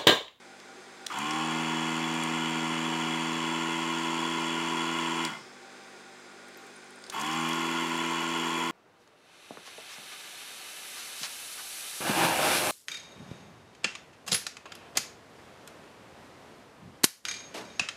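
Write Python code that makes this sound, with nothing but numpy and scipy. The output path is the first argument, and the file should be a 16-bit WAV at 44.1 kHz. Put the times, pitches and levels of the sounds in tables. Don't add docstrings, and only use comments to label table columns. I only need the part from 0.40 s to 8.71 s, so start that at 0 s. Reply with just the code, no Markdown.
import sys
import numpy as np
from scipy import signal
from scipy.fft import rfft, irfft
from scipy.io import wavfile

SR = 44100
rng = np.random.default_rng(int(sys.argv[2]) if len(sys.argv) > 2 else 0)


def to_wav(s):
    ch = np.atleast_2d(s).T
    pcm = np.round(np.clip(ch, -1, 1) * 32767)
    wavfile.write(sys.argv[1], SR, pcm.astype(np.int16))


N = 366471
TIME = np.arange(N) / SR

# f/Hz, level/dB (relative spectral density)
FAN_SPECTRUM = [(30, -46), (120, -28), (200, -11.5), (380, -1), (600, -5.5), (950, -6.5), (1500, -6.5),
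                (2450, -7.5), (2900, -15.5), (3600, -11.5), (4500, -16), (7500, -19.5), (9500, -24),
                (10800, -32.5), (15500, -41)]
# f/Hz, width/Hz, level/dB (against the fan noise)
FAN_RESONANCES = [(364, 15, 3), (782, 7.4, 10), (1165, 21, -6), (1429, 10, 10.5), (1540, 22, 2),
                  (2330, 17, -10), (3380, 110, -12), (5000, 260, -0.5), (6370, 130, 1), (7400, 360, -5),
                  (8340, 120, -8), (9600, 110, 1)]
# f/Hz, level/dB (rms)
HUM_TONES = [(100, -79), (150, -73.5), (199.5, -67), (248.5, -64)]
# t/s, peak level/dB, f/Hz, width/Hz (of each of two resonator passes)
SOLDER_SPITS = [(0.201, -36, 3170, 4000), (0.787, -28, 6650, 5930), (0.909, -26, 5330, 700),
                (0.909, -29, 8000, 2500), (1.741, -32, 8800, 2980), (1.836, -25, 7150, 5500),
                (6.085, -45, 9000, 5010), (6.146, -39.5, 3000, 3000), (6.172, -46, 13100, 1000),
                (6.268, -44, 8500, 7000), (6.359, -50, 9200, 400), (6.365, -46, 9100, 400),
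                (6.443, -51, 9200, 1500), (6.506, -44, 8500, 3000), (6.559, -45, 9200, 1200),
                (6.588, -51, 8600, 900), (6.622, -48, 8600, 500), (6.64, -32, 4300, 3200),
                (6.651, -48, 5200, 2800), (6.665, -41, 4080, 1000), (6.666, -47, 8900, 700),
                (6.8, -29, 6000, 5000), (6.813, -26, 5900, 5000), (6.8175, -27, 6450, 5000),
                (6.865, -32, 5700, 3500), (6.914, -29, 5300, 4100), (6.932, -30, 5200, 3000),
                (7.008, -40, 9000, 300), (7.09, -27, 7000, 7000), (7.131, -26, 5400, 4000)]
# t/s, peak level/dB, crack level/dB (against the modes), crack t60/s
SWITCH_SNAPS = [(0.6644, -22.5, 9, 0.013), (0.667, -18.5, 3, 0.009), (4.8494, -20, 8, 0.021),
                (4.873, -34, 3, 0.018), (6.6982, -25, 15, 0.022)]
# f/Hz, level/dB (relative), t60/s
SWITCH_MODES = [(1710, -11, 0.008), (3450, -6, 0.011), (4050, -2, 0.009), (5000, -14, 0.013),
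                (5700, -14, 0.01), (6900, -9, 0.014), (8600, -15, .01)]
# f/Hz, level/dB (relative spectral density)
CRACK_SPECTRUM = [(200, -14), (1000, -7), (2600, -5), (3600, 2.5), (8500, -1), (11000, -11.5), (15500, -17)]
# on t/s, off t/s, nozzle seal by solder/(0-1), joint opens t/s, vacuum bleed time/s,
# speed settling time/s, puff level/dB, rattle level/dB, resting crank angle/turns, flux pops/(1/s)
PUMP_RUNS = [(0.700, 4.858, 1, 2.68, 0.45, 0.122, -36.5, -34, 0.1, 10),
             (6.7224, 8.4, 0.4, 7.05, 0.12, 0.1, -36.5, -33.5, 0.56, 450)]
# f/(stroke rate), level running free/dB, level under suction/dB (both relative)
PUMP_TONES = [(2, -17.7, -17.5), (3, -11.8, -11.5), (4, -10, -8.5), (14 / 3, -32, -25), (5, -18.5, -18.5),
              (16 / 3, -38, -23), (17 / 3, -33, -23), (6, -28, -22), (7, -19, -17), (8, -19.5, -26),
              (9, -23, -12), (28 / 3, -36, -26), (29 / 3, -36, -21), (10, -20, -19), (32 / 3, -27, -15),
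              (11, -17, -23), (35 / 3, -28, -7.5), (12, -4.5, -12), (38 / 3, -30, -12), (13, -6, -15),
              (40 / 3, -36, -18), (41 / 3, -36, -14), (14, -24, -22), (43 / 3, -34, -24),
              (44 / 3, -40, -19), (46 / 3, -36, -23), (47 / 3, -36, -21), (16, -20, -23), (20, -30, -21),
              (21, -22, -14.5), (23, -21, -25), (24, -28, -21), (27, -30, -21), (29, -17, -20),
              (33, -19, -20)]
# f/(stroke rate), level/dB (relative)
BEARING_TONES = [(4.52, -18), (5.5, -17.5), (9.6, -19), (10.62, -13), (11.52, -10), (11.76, -14),
                 (12.42, -14), (13.5, -17), (16.1, -18), (16.9, -17)]
# f/(stroke rate), level/dB (relative)
WHINE_PARTIALS = [(10, -4), (11, -12), (12, -5), (13, -3), (14, -2), (15, -7)]
# f/Hz, width/Hz, level/dB (relative)
MOUNT_RESONANCES = [(785, 70, 0), (1055, 110, 2)]
# f/Hz, width/Hz, level/dB (against the direct sound)
LOW_ROOM_MODES = [(136.6, 7.8, 9.5), (161.2, 7.4, 9.5), (212, 6.6, 13), (242.2, 11.6, 6.5),
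                  (309.8, 22.5, 3), (329.7, 6.2, -0.3)]
# f/Hz, level/dB (relative spectral density)
RATTLE_SPECTRUM = [(30, -34), (75, -15), (140, -15.5), (260, 3.5), (450, -1), (560, -11), (780, -8),
                   (1200, -4), (1600, -4), (2200, -1), (3380, -1.5), (3530, -13), (4100, -9.5),
                   (5100, -10.5), (9300, -16.5), (10400, -22), (15500, -32.5)]
# f/Hz, width/Hz, level/dB (relative), strongest drive/(turns after the puff)
HOUSING_MODES = [(382, 5.9, 11, 0.092), (744, 53, 3.5, 0.76), (893, 25, 12, 1), (943, 55, 11, 0.66),
                 (1005, 40, 5, 0.73), (1074, 70, 13, 0.56), (1290, 104, 3, 1), (1380, 40, 5.5, 0.55),
                 (1425, 16, 13, 0.54), (1780, 39, 2.5, 0.61), (1910, 150, 1.5, 1), (2041, 20, 9, 0.81),
                 (2094, 15.8, 11, 0.71), (2342, 6.5, -4, 0.79), (2391, 22, 9.5, 0.6), (2580, 38, 3, 0.36),
                 (2937, 46, 9, 0.51), (3016, 18, 6.5, 0.39), (3155, 21, 6, 0.61), (3306, 37, 9, 0.64),
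                 (3375, 43, 8.5, 0.61), (4620, 130, -5, 0.98), (5420, 54, -7.5, 0.89),
                 (6250, 115, -12.5, 0.79), (6600, 200, -10.5, 0.5), (6830, 240, -6.5, 0.71),
                 (7490, 240, -5, 0.75), (9540, 42, -8, 0.77)]
# t/s, peak level/dB
MOUNT_KICKS = [(0.7025, -28), (6.7235, -35)]

MELT_FROM_S, MELT_TO_S = 5.2, 7.5
FREE_HZ, WARM_HZ_PER_S, SUCTION_SAG_HZ = 82.5, 0.11, 1.4
START_LAG_HZ = 21
PUFF_ATTACK_S, PUFF_RELEASE_DB_PER_S, PUFF_COAST_SHARE = 0.082, 217, 0.26
RATTLE_FIRST_SHARE, RATTLE_ATTACK_S, RATTLE_RELEASE_DB_PER_S = 0.5, 0.1, 111
WHINE_DB, WHINE_LABOUR_DB, LABOUR_S = -26, 26, 0.57
LINKAGE_DB, COAST_FADE_S = 4.5, 0.13
DRIVE_BUILD_S, RING_SWELL_DB = 0.22, 5
CONTACT_LOW_HZ, RADIATED_LOW_HZ = 1350, 86
LEAK_DB, LEAK_DELAY_S, LEAK_SPREAD_S = -58, 0.14, 0.13


def from_db(db):
    return 10 ** (np.asarray(db) / 20)


def rms_one(x):
    return x / np.sqrt(np.mean(x ** 2) + 1e-20)


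def drift(rate):
    step = 40
    r = np.exp(-2 * np.pi * step * rate / SR)
    noise = rng.standard_normal(N // step + 2002)
    slow = signal.lfilter([1], [1, -2 * r, r * r], noise)[2000:]
    return np.interp(np.arange(N) / step, np.arange(len(slow)), rms_one(slow))


def flutter(rate):
    return (drift(rate) + 1j * drift(rate)) / np.sqrt(2)


def colour(x, spectrum, size=4096):
    hz, db = np.transpose(spectrum)
    grid = np.maximum(np.arange(size // 2 + 1) * SR / size, 1)
    cepstrum = irfft(np.log(from_db(np.interp(np.log(grid), np.log(hz), db))))
    cepstrum[1:size // 2] *= 2
    cepstrum[size // 2 + 1:] = 0
    return signal.oaconvolve(x, irfft(np.exp(rfft(cepstrum))))[:N]


def resonance(x, hz, width):
    r = np.exp(-np.pi * width / SR)
    zeros = np.array([1, 0, -1]) * (1 - r * r) / 2
    poles = [1, -2 * r * np.cos(2 * np.pi * hz / SR), r * r]
    return signal.lfilter(zeros, poles, x + 1e-18)


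def high_pass(x, order, hz):
    return signal.sosfilt(signal.butter(order, hz, "high", fs=SR, output="sos"), x)


def add(out, s, sound, peak_db):
    at = int(s * SR)
    out[at:at + len(sound)] += (from_db(peak_db) * sound / np.abs(sound).max())[:N - at]


def ringing_burst(length, hz, width_hz, t60):
    t = TIME[:length]
    burst = rng.standard_normal(len(t)) * from_db(-60 * t / t60)
    return resonance(resonance(burst, hz, width_hz), hz, width_hz)


def since(s):
    return np.maximum(TIME - s, 0)


def run_in_force():
    rows = np.array(PUMP_RUNS)
    return rows[np.maximum(np.searchsorted(rows[:, 0], TIME) - 1, 0)].T


def background():
    air = colour(rng.standard_normal(N), FAN_SPECTRUM)
    fan = air + sum(from_db(db) * resonance(air, hz, width) for hz, width, db in FAN_RESONANCES)
    hum = sum(from_db(db) * np.sqrt(2) * np.sin(2 * np.pi * (hz * TIME + rng.random()))
              for hz, db in HUM_TONES)
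    level_db = -50 + 0.9 * drift(0.85)
    return from_db(level_db) * rms_one(fan) + hum


def spits(t60):
    out = np.zeros(N)
    for s, peak_db, hz, width in SOLDER_SPITS:
        add(out, s, ringing_burst(SR // 20, hz, width, t60), peak_db)
    return out


def bench(x, wet_db, t60):
    t = TIME[:SR // 3]
    tail = rng.standard_normal(len(t)) * from_db(-60 * t / t60) * (t > .003)
    return x + from_db(wet_db) * signal.oaconvolve(x, tail / np.linalg.norm(tail))[:N]


def trigger(rise_s):
    out, t = np.zeros(N), TIME[:SR // 20]
    for s, peak_db, crack_db, crack_t60 in SWITCH_SNAPS:
        rings = sum(from_db(db - 60 * t / t60) * np.sin(2 * np.pi * hz * t) * rng.choice([-1, 1])
                    for hz, db, t60 in SWITCH_MODES)
        noise = from_db(crack_db - 60 * t / crack_t60) * rng.standard_normal(len(t))
        crack = colour(noise, CRACK_SPECTRUM)[:len(t)]
        add(out, s, (rings + crack) * np.minimum(t / rise_s, 1), peak_db)
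    return out


def crank(on, off, suction, lag_hz, spin_up_s, coast_s):
    speed = FREE_HZ + WARM_HZ_PER_S * TIME - SUCTION_SAG_HZ * suction - lag_hz
    rise = 1 - np.exp(-since(on) / spin_up_s)
    coast = np.clip(1 - since(off) / coast_s, 0, 1)
    return np.cumsum(speed * rise * coast) / SR, (TIME > on) * np.sqrt(coast)


def whine(angle, flutter_db):
    partials = sum(from_db(db + flutter_db * drift(8.0)) * np.cos(multiple * angle + rng.normal(0, 1))
                   for multiple, db in WHINE_PARTIALS)
    return sum(from_db(db) * resonance(partials, hz, width) for hz, width, db in MOUNT_RESONANCES)


def pump_tones(turns, suction, whine_db, wobble_turns, drive_db, rough, rough_rate,
               bearing_db, slip_rate, knock_turn):
    angle = 2 * np.pi * (turns + wobble_turns * drift(12.0))
    knock_angle = angle - 2 * np.pi * knock_turn
    out = from_db(whine_db) * whine(knock_angle, flutter_db=0.0)
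    up_to_speed = 1 - np.exp(-(since(run_in_force()[0]) / DRIVE_BUILD_S) ** 2)
    for multiple, free_db, loaded_db in PUMP_TONES:
        gain = from_db(free_db) + suction * (from_db(loaded_db) - from_db(free_db))
        if multiple <= 4:
            out += gain * np.cos(multiple * angle)
        else:
            swing = 1 + rough * flutter(rough_rate)
            phasor = np.exp(1j * (multiple * knock_angle + rng.normal(0, 1)))
            out += from_db(drive_db) * up_to_speed * gain * np.real(swing * phasor)
    slipping = sum(from_db(db) * np.real(flutter(slip_rate) * np.exp(1j * multiple * angle))
                   for multiple, db in BEARING_TONES)
    out += from_db(bearing_db) * (1 - suction) * up_to_speed * slipping
    return np.sqrt(2) * high_pass(out, 2, RADIATED_LOW_HZ)


def room(x):
    return x + sum(from_db(db) * resonance(x, hz, width) for hz, width, db in LOW_ROOM_MODES)


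def contacts(turns, jitter_s, spread_db, count):
    angles = (np.arange(count) + rng.random(count)) / count
    sizes = rng.choice([-1, 1], count) * rng.uniform(0.35, 1, count)
    due = np.arange(int(turns[-1]))[:, None] + angles
    time_chance, size_chance = rng.standard_normal((2, 1000, count))[:, :len(due)]
    at = (np.interp(due, turns, TIME) + jitter_s * time_chance) * SR
    clicks = np.zeros(N)
    np.add.at(clicks, np.clip(at, 0, N - 1).astype(int), sizes * from_db(spread_db * size_chance))
    return rms_one(clicks)


def stroke(turns, peak_turn, depth_db):
    return rms_one(from_db(depth_db * np.cos(2 * np.pi * (turns - peak_turn))))


def rattle(turns, dying, coasting, knock_db, air_db, ring_knock_db, ring_air_db, broad_db, ring_db,
           jolt_db, jolt_delay_s, jolt_s):
    valves = contacts(turns, jitter_s=.00007, spread_db=4.5, count=21)
    linkage = contacts(turns / 3, jitter_s=.00005, spread_db=2, count=90)
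    knocks = high_pass(rms_one(valves + from_db(LINKAGE_DB) * linkage), 6, CONTACT_LOW_HZ)
    shaken = from_db(knock_db) * knocks + from_db(air_db) * rng.standard_normal(N)
    shaken = shaken * stroke(turns, 0.85, 2.0)
    out = from_db(broad_db) * dying * colour(shaken, RATTLE_SPECTRUM)
    starting = sum(np.exp(-((TIME - on - jolt_delay_s) / jolt_s) ** 2) for on, *_ in PUMP_RUNS)
    jolt = 1 + from_db(jolt_db) * stroke(turns, 0.66, depth_db=6) * starting
    for hz, width, db, peak_turn in HOUSING_MODES:
        drive = from_db(ring_knock_db) * rng.choice([-1, 1]) * knocks
        drive = drive + from_db(ring_air_db) * rng.standard_normal(N)
        drive = drive * stroke(turns, peak_turn, RING_SWELL_DB)
        drive = drive * (jolt if hz < 1200 else 1) * (coasting if hz < 2200 else dying)
        out += from_db(ring_db + db) * resonance(drive, hz, width)
    return out


def pump():
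    on, off, seal, opens, bleed_s, settle_s, puff_db, rattle_db, rest_turn, _ = run_in_force()
    suction = np.clip(seal, 0, 1) * np.exp(-since(opens) / bleed_s)
    lag_hz = START_LAG_HZ * np.exp(-since(on) / settle_s)
    turns, moving = crank(on, off, suction, lag_hz, spin_up_s=.02, coast_s=.3)
    turns = turns + rest_turn
    whine_db = WHINE_DB + WHINE_LABOUR_DB * np.exp(-(since(on) / LABOUR_S) ** 4)
    dying = from_db(-RATTLE_RELEASE_DB_PER_S * since(off))
    coasting = np.exp(-(since(off) / COAST_FADE_S) ** 2)
    build_up = (1 - np.exp(-since(on) / PUFF_ATTACK_S)) ** 2
    release = np.maximum(from_db(-PUFF_RELEASE_DB_PER_S * since(off)), PUFF_COAST_SHARE * coasting)
    shaking = 1 - (1 - RATTLE_FIRST_SHARE) * np.exp(-since(on) / RATTLE_ATTACK_S)
    tones = from_db(puff_db) * build_up * release * pump_tones(
        turns, suction, whine_db, wobble_turns=0.0008, drive_db=-0.06, rough=0.24, rough_rate=10,
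        bearing_db=-0.5, slip_rate=8.6, knock_turn=.62)
    shake = from_db(rattle_db) * shaking * rattle(
        turns, dying, coasting, knock_db=-1.5, air_db=-3.0, ring_knock_db=-2.5, ring_air_db=-4,
        broad_db=4.5, ring_db=4.5, jolt_db=2.5, jolt_delay_s=0.052, jolt_s=0.064)
    return room(moving * tones) + moving * shake


def kicks(hz, width_hz, t60):
    out = np.zeros(N)
    for s, peak_db in MOUNT_KICKS:
        add(out, s, ringing_burst(SR // 10, hz, width_hz, t60), peak_db)
    return out


def crackle(per_s, spread_db, hz, width_hz):
    sizes = from_db(spread_db * np.minimum(rng.exponential(1, N), 3))
    pops = (rng.random(N) < per_s / SR) * sizes
    envelope = signal.lfilter([1], [1, -np.exp(-1 / (.001 * SR))], pops + 1e-18)
    return resonance(envelope * rng.standard_normal(N), hz, width_hz)


def sizzle(drawn_db, melt_db, melt_per_s):
    on, off, *_, pops_per_s = run_in_force()
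    drawn_rate = pops_per_s * (TIME > on) * (TIME < off)
    melt_rate = melt_per_s * (TIME > MELT_FROM_S) * (TIME < MELT_TO_S)
    drawn = crackle(drawn_rate, spread_db=4.0, hz=11400, width_hz=1500)
    melting = crackle(melt_rate, spread_db=2.2, hz=8930, width_hz=700)
    return from_db(drawn_db) * drawn + from_db(melt_db) * melting


def leak(hz, width_hz):
    swell = sum((TIME > off) * np.exp(-((TIME - off - LEAK_DELAY_S) / LEAK_SPREAD_S) ** 2)
                for _, off, *_ in PUMP_RUNS)
    hiss = resonance(resonance(rng.standard_normal(N), hz, width_hz), hz, width_hz)
    return from_db(LEAK_DB) * swell * rms_one(hiss)


def scene():
    clicks = trigger(rise_s=0.0009) + kicks(hz=1150, width_hz=750, t60=0.096) + spits(t60=0.014)
    clicks = clicks + sizzle(drawn_db=-51, melt_db=-52, melt_per_s=17)
    gun = pump() + leak(hz=5140, width_hz=890)
    return (gun + bench(clicks, wet_db=-10, t60=0.62) + background())[None]


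def record(dry):
    return signal.sosfilt(signal.ellip(10, .1, 80, 15900, fs=SR, output="sos"), dry)


dry = scene()
out = record(dry)
to_wav(out)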